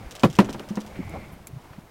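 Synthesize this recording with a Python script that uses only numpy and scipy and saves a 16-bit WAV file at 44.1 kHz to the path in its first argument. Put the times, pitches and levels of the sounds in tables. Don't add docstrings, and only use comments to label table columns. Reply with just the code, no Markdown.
import sys
import numpy as np
from scipy import signal
from scipy.fft import rfft, irfft
from scipy.io import wavfile

SR = 44100
rng = np.random.default_rng(int(sys.argv[2]) if len(sys.argv) > 2 else 0)


def store_pcm(level_fs):
    pcm = np.round(np.clip(level_fs, -1, 1) * 32767).astype(np.int16)
    wavfile.write(sys.argv[1], SR, np.atleast_2d(pcm).T)


N = 83790

# f/Hz, spectral level/dB
WASH_SPECTRUM = [(170, -19), (330, -2.5), (700, -1.5), (1400, -9), (2600, -15), (5000, -22), (16000, -33.5)]
# t/s, level/dB
WASH_LEVEL = [(0, -47.5), (.7, -47), (1.2, -47.5), (1.35, -51), (1.45, -55.5), (1.66, -51), (1.9, -55)]
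# t/s, level/dB
HISS_LEVEL = [(0, -60.5), (.7, -73), (1.02, -52), (1.22, -50), (1.42, -70.5)]
# t/s, level/dB, f/Hz, Gaussian width/s
LAPS = [(0.96, -42.5, 1830, 0.0043), (0.998, -34, 266, 0.0095), (1.155, -35.5, 610, 0.015),
        (1.164, -40, 860, 0.0087), (1.177, -38.5, 330, 0.014), (1.331, -58.5, 11300, .012),
        (1.736, -44, 1280, 0.003)]
# f/Hz, spectral level/dB
WIND_SPECTRUM = [(20, -5), (110, -1), (200, -5.5), (400, -13.5), (3000, -110)]
# t/s, level/dB
WIND_LEVEL = [(0, -43.5), (.17, -55), (.5, -39.5), (.8, -51.5), (1.1, -39), (1.45, -50.5), (1.9, -54)]
# t/s, level/dB, f/Hz, Gaussian width/s
THUMPS = [(0.07, -35, 62, 0.01), (.259, -16.5, 147, 0.0074), (.301, -29.5, 174, 0.01),
          (0.993, -23, 190, 0.0015), (1.004, -29, 171, 0.0074), (1.07, -36, 94, 0.013),
          (1.142, -35.5, 195, 0.0079), (1.18, -37.5, 83.4, 0.019), (1.335, -28, 86, 0.0022),
          (1.539, -34, 116, 0.006), (1.57, -32, 126, 0.0072), (1.712, -38, 109, 0.0038),
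          (1.787, -32.5, 142, 0.0035)]
# t/s, level/dB
SNAPS = [(1.095, -47.5), (1.471, -35.5)]
# f/Hz, level/dB, time constant/s
SNAP_MODES = [(2360, -6, 0.0034), (7470, 3, 0.0015), (10000, 5.5, 0.00071), (14400, -3, 0.0012)]
# t/s, level/dB
TICKS = [(0.11, -29), (0.1526, -29.5), (0.196, -32), (0.2255, -38), (0.3007, -34.5), (0.3284, -33.5),
         (0.3532, -30.5), (.446, -34), (0.4943, -30.5), (0.5285, -30), (0.6882, -34), (0.7558, -33.5),
         (0.8039, -32), (0.8640, -36.5)]
# f/Hz, spectral level/dB
TICK_SPECTRUM = [(500, -17), (1800, -10.5), (3100, 0), (4300, -7.5), (5800, -3.5), (8500, -10),
                 (10500, -17), (16000, -21)]
# delay/s, level/dB
TICK_PATHS = [(0, -4.5), (.0048, -11), (.009, -13), (0.013, -13.5)]
# f/Hz, level struck at spot 0/dB, level struck at spot 1/dB
HULL_MODES = [(124, -11.5, -40), (172.6, -7.5, -19), (198.2, -7.5, 2), (231, -1.5, -12),
              (291.6, -16, -11.5), (350, -7.5, -11), (427.7, -13, -13.5), (512.3, -13, -14.5),
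              (560, -13.5, -27), (732, -22.5, -20), (974, -14, -13.5), (1130, -10.5, -36),
              (1374, -14, -18.5), (1787, -55, -19), (1954, -26, -20.5), (2506, -21, -24),
              (2712, -44, -20.5), (2950, -31, -23)]
# f/Hz, spectral level/dB, T60/s
PANEL_BANDS = [(109, -39, 0.091), (259, 5, 0.11), (530, -0.5, 0.11), (960, -1, 0.065), (1590, -11, 0.083),
               (2600, -12.5, 0.059), (4370, -24, 0.1), (7350, -30.5, 0.11), (15000, -25, 0.047)]
# f/Hz, bandwidth/Hz, level/dB
LINGERING_BANDS = [(129, 15, -6), (276, 45, 0.5), (395, 42, -3.5), (640, 1080, -9)]
# t/s, level/dB, spot (0 to 1), contact cut-off/Hz, crack and panel gain/dB
KNOCKS = [(0.2340, 0.5, 0.066, 7300, -1.5), (0.2458, -25, 0.66, 14400, 15.5), (0.3872, 0, 0.92, 9800, -0.5),
          (0.403, -19, 0.83, 8300, 9.5), (0.488, -25.5, 0.6, 3000, 6), (0.545, -26, 0.68, 2560, 7),
          (0.595, -33, 0.78, 12500, 12), (0.7045, -15, 0.88, 280, -2.5), (0.7714, -18.5, 1, 2300, 2.5)]


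def undb(db):
    return 10 ** (np.asarray(db) / 20)


def since(start):
    return np.maximum(np.arange(N) / SR - start, 0)


def fade(t, t60):
    return np.exp(-np.log(1000) * t / t60)


def burst(t, rise):
    return t / rise * np.exp(1 - t / rise)


def swell(centre, width):
    return np.exp(-.5 * ((since(0) - centre) / width) ** 2)


def envelope(rows):
    return undb(np.interp(since(0), *np.array(rows).T))


def on_bins(hz, values):
    return np.interp(np.log(np.fft.rfftfreq(N, 1 / SR) + 1), np.log(hz), values)


def noise(gain):
    x = irfft(rfft(rng.standard_normal(N)) * gain, N)
    return x / x.std()


def coloured(rows):
    return noise(undb(on_bins(*np.array(rows).T)))


def resonant(hz, width):
    f = np.fft.rfftfreq(N, 1 / SR) + 1
    return noise(1 / (1 + ((f * f - hz * hz) / (f * width)) ** 2))


def wander(rate_hz):
    return noise(np.exp(-(np.fft.rfftfreq(N, 1 / SR) / rate_hz) ** 2))


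def split(x, centres):
    spectrum = rfft(x)
    return [irfft(spectrum * on_bins(centres, one), N) for one in np.eye(len(centres))]


def water(flicker_db=2, lap_bandwidth_ratio=0.56):
    octaves = 250 * 2 ** np.arange(6)
    wash = sum(band * undb(flicker_db * wander(52) * min(1, 2000 / hz))
               for hz, band in zip(octaves, split(coloured(WASH_SPECTRUM), octaves)))
    laps = sum(undb(db) * resonant(hz, lap_bandwidth_ratio * hz) * swell(centre, width)
               for centre, db, hz, width in LAPS)
    hiss = resonant(hz=2176, width=370) * envelope(HISS_LEVEL)
    return wash * envelope(WASH_LEVEL) + laps + hiss


def wind(gust_db=2):
    return coloured(WIND_SPECTRUM) * envelope(WIND_LEVEL) * undb(gust_db * wander(29))


def thumps(pitch_spread=0.22):
    out = 0
    for centre, db, hz, width in THUMPS:
        cycles = np.cumsum(hz * (1 + pitch_spread * wander(hz))) / SR
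        cycles -= np.interp(centre, since(0), cycles)
        out += undb(db) * np.sqrt(2) * np.sin(2 * np.pi * cycles) * swell(centre, width)
    return out


def snaps(tail_db=-3.5, tail_s=0.0075):
    out = 0
    for start, snap_db in SNAPS:
        t = since(start)
        ring = sum(undb(db) * np.sin(2 * np.pi * hz * t) * np.exp(-t / decay)
                   for hz, db, decay in SNAP_MODES)
        tail = undb(tail_db) * rng.standard_normal(N) * np.exp(-t / tail_s)
        out += undb(snap_db) * (ring + tail) * (t > 0)
    return out


def ratchet(gain_db=2.5, rise_s=0.00031, smear=0.041, scatter_db=-18.5, scatter_s=0.017):
    power = 0
    for start, db in TICKS:
        t = since(start)
        paths = sum((undb(path_db) * burst(since(start + lag), rise_s + smear * lag)) ** 2
                    for lag, path_db in TICK_PATHS)
        scatter = undb(scatter_db) ** 2 * np.exp(-2 * t / scatter_s) * (t > 0)
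        power += undb(db) ** 2 * (paths + scatter)
    return undb(gain_db) * np.sqrt(power) * coloured(TICK_SPECTRUM)


def hull_modes(t, spot, gain_db=-1, ref_hz=210, ref_t60_s=0.089, damping_exponent=0.16):
    out = 0
    for k, (hz, db0, db1) in enumerate(HULL_MODES):
        amplitude = (-1) ** k * undb(db0 + spot * (db1 - db0))
        t60 = ref_t60_s * (ref_hz / hz) ** damping_exponent
        out += amplitude * np.sin(2 * np.pi * hz * t) * fade(t, t60)
    return undb(gain_db) * out


def panel_ring(t, gain_db=-9):
    rows = np.array(PANEL_BANDS)
    bands = split(coloured(rows[:, :2]), rows[:, 0])
    return undb(gain_db) * sum(band * fade(t, t60) for band, t60 in zip(bands, rows[:, 2]))


def cavity_boom(t, contact_hz, gain_db=-8, hz=210, t60_s=0.53, softness_exponent=0.43):
    drive = (hz / contact_hz) ** softness_exponent
    return undb(gain_db) * drive * np.sin(2 * np.pi * hz * t) * fade(t, t60_s)


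def lingering_ring(t, blow_db, gain_db=-21.5, extra_db_per_db=0.47, t60_s=0.36):
    ring = sum(undb(db) * resonant(hz, width) for hz, width, db in LINGERING_BANDS)
    return undb(gain_db + extra_db_per_db * blow_db) * ring * fade(t, t60_s)


def hull_knocks(build_s=0.0015, spot0_hollow_db=-27.5, crack_db=-15.5, radiation_hz=102):
    out = 0
    for start, db, spot, contact_hz, bright_db in KNOCKS:
        t = since(start)
        build_up = 1 - np.exp(-(t / build_s) ** 2)
        shell = hull_modes(t, spot) + undb(bright_db) * panel_ring(t)
        hollow = cavity_boom(t, contact_hz) + lingering_ring(t, db)
        hollow *= undb(spot0_hollow_db * (1 - spot))
        crack = undb(crack_db + bright_db) * resonant(hz=2730, width=3400) * burst(t, rise=0.00082)
        blow = build_up * (shell + hollow) + crack
        pole = np.exp(-2 * np.pi * contact_hz / SR)
        out += undb(db) * signal.lfilter([(1 - pole) ** 2], [1, -2 * pole, pole ** 2], blow)
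    return signal.sosfilt(signal.butter(2, radiation_hz, "highpass", fs=SR, output="sos"), out)


def scene(mic_hiss_db=-64.5):
    sources = hull_knocks() + ratchet() + snaps() + wind() + thumps() + water()
    return (sources + undb(mic_hiss_db) * rng.standard_normal(N))[None]


def record(dry, knee_exponent=10, top_hz=16000):
    clipped = dry / (1 + np.abs(dry) ** knee_exponent) ** (1 / knee_exponent)
    return signal.sosfilt(signal.ellip(8, .2, 70, top_hz, fs=SR, output="sos"), clipped)


dry = scene()
out = record(dry)
store_pcm(out)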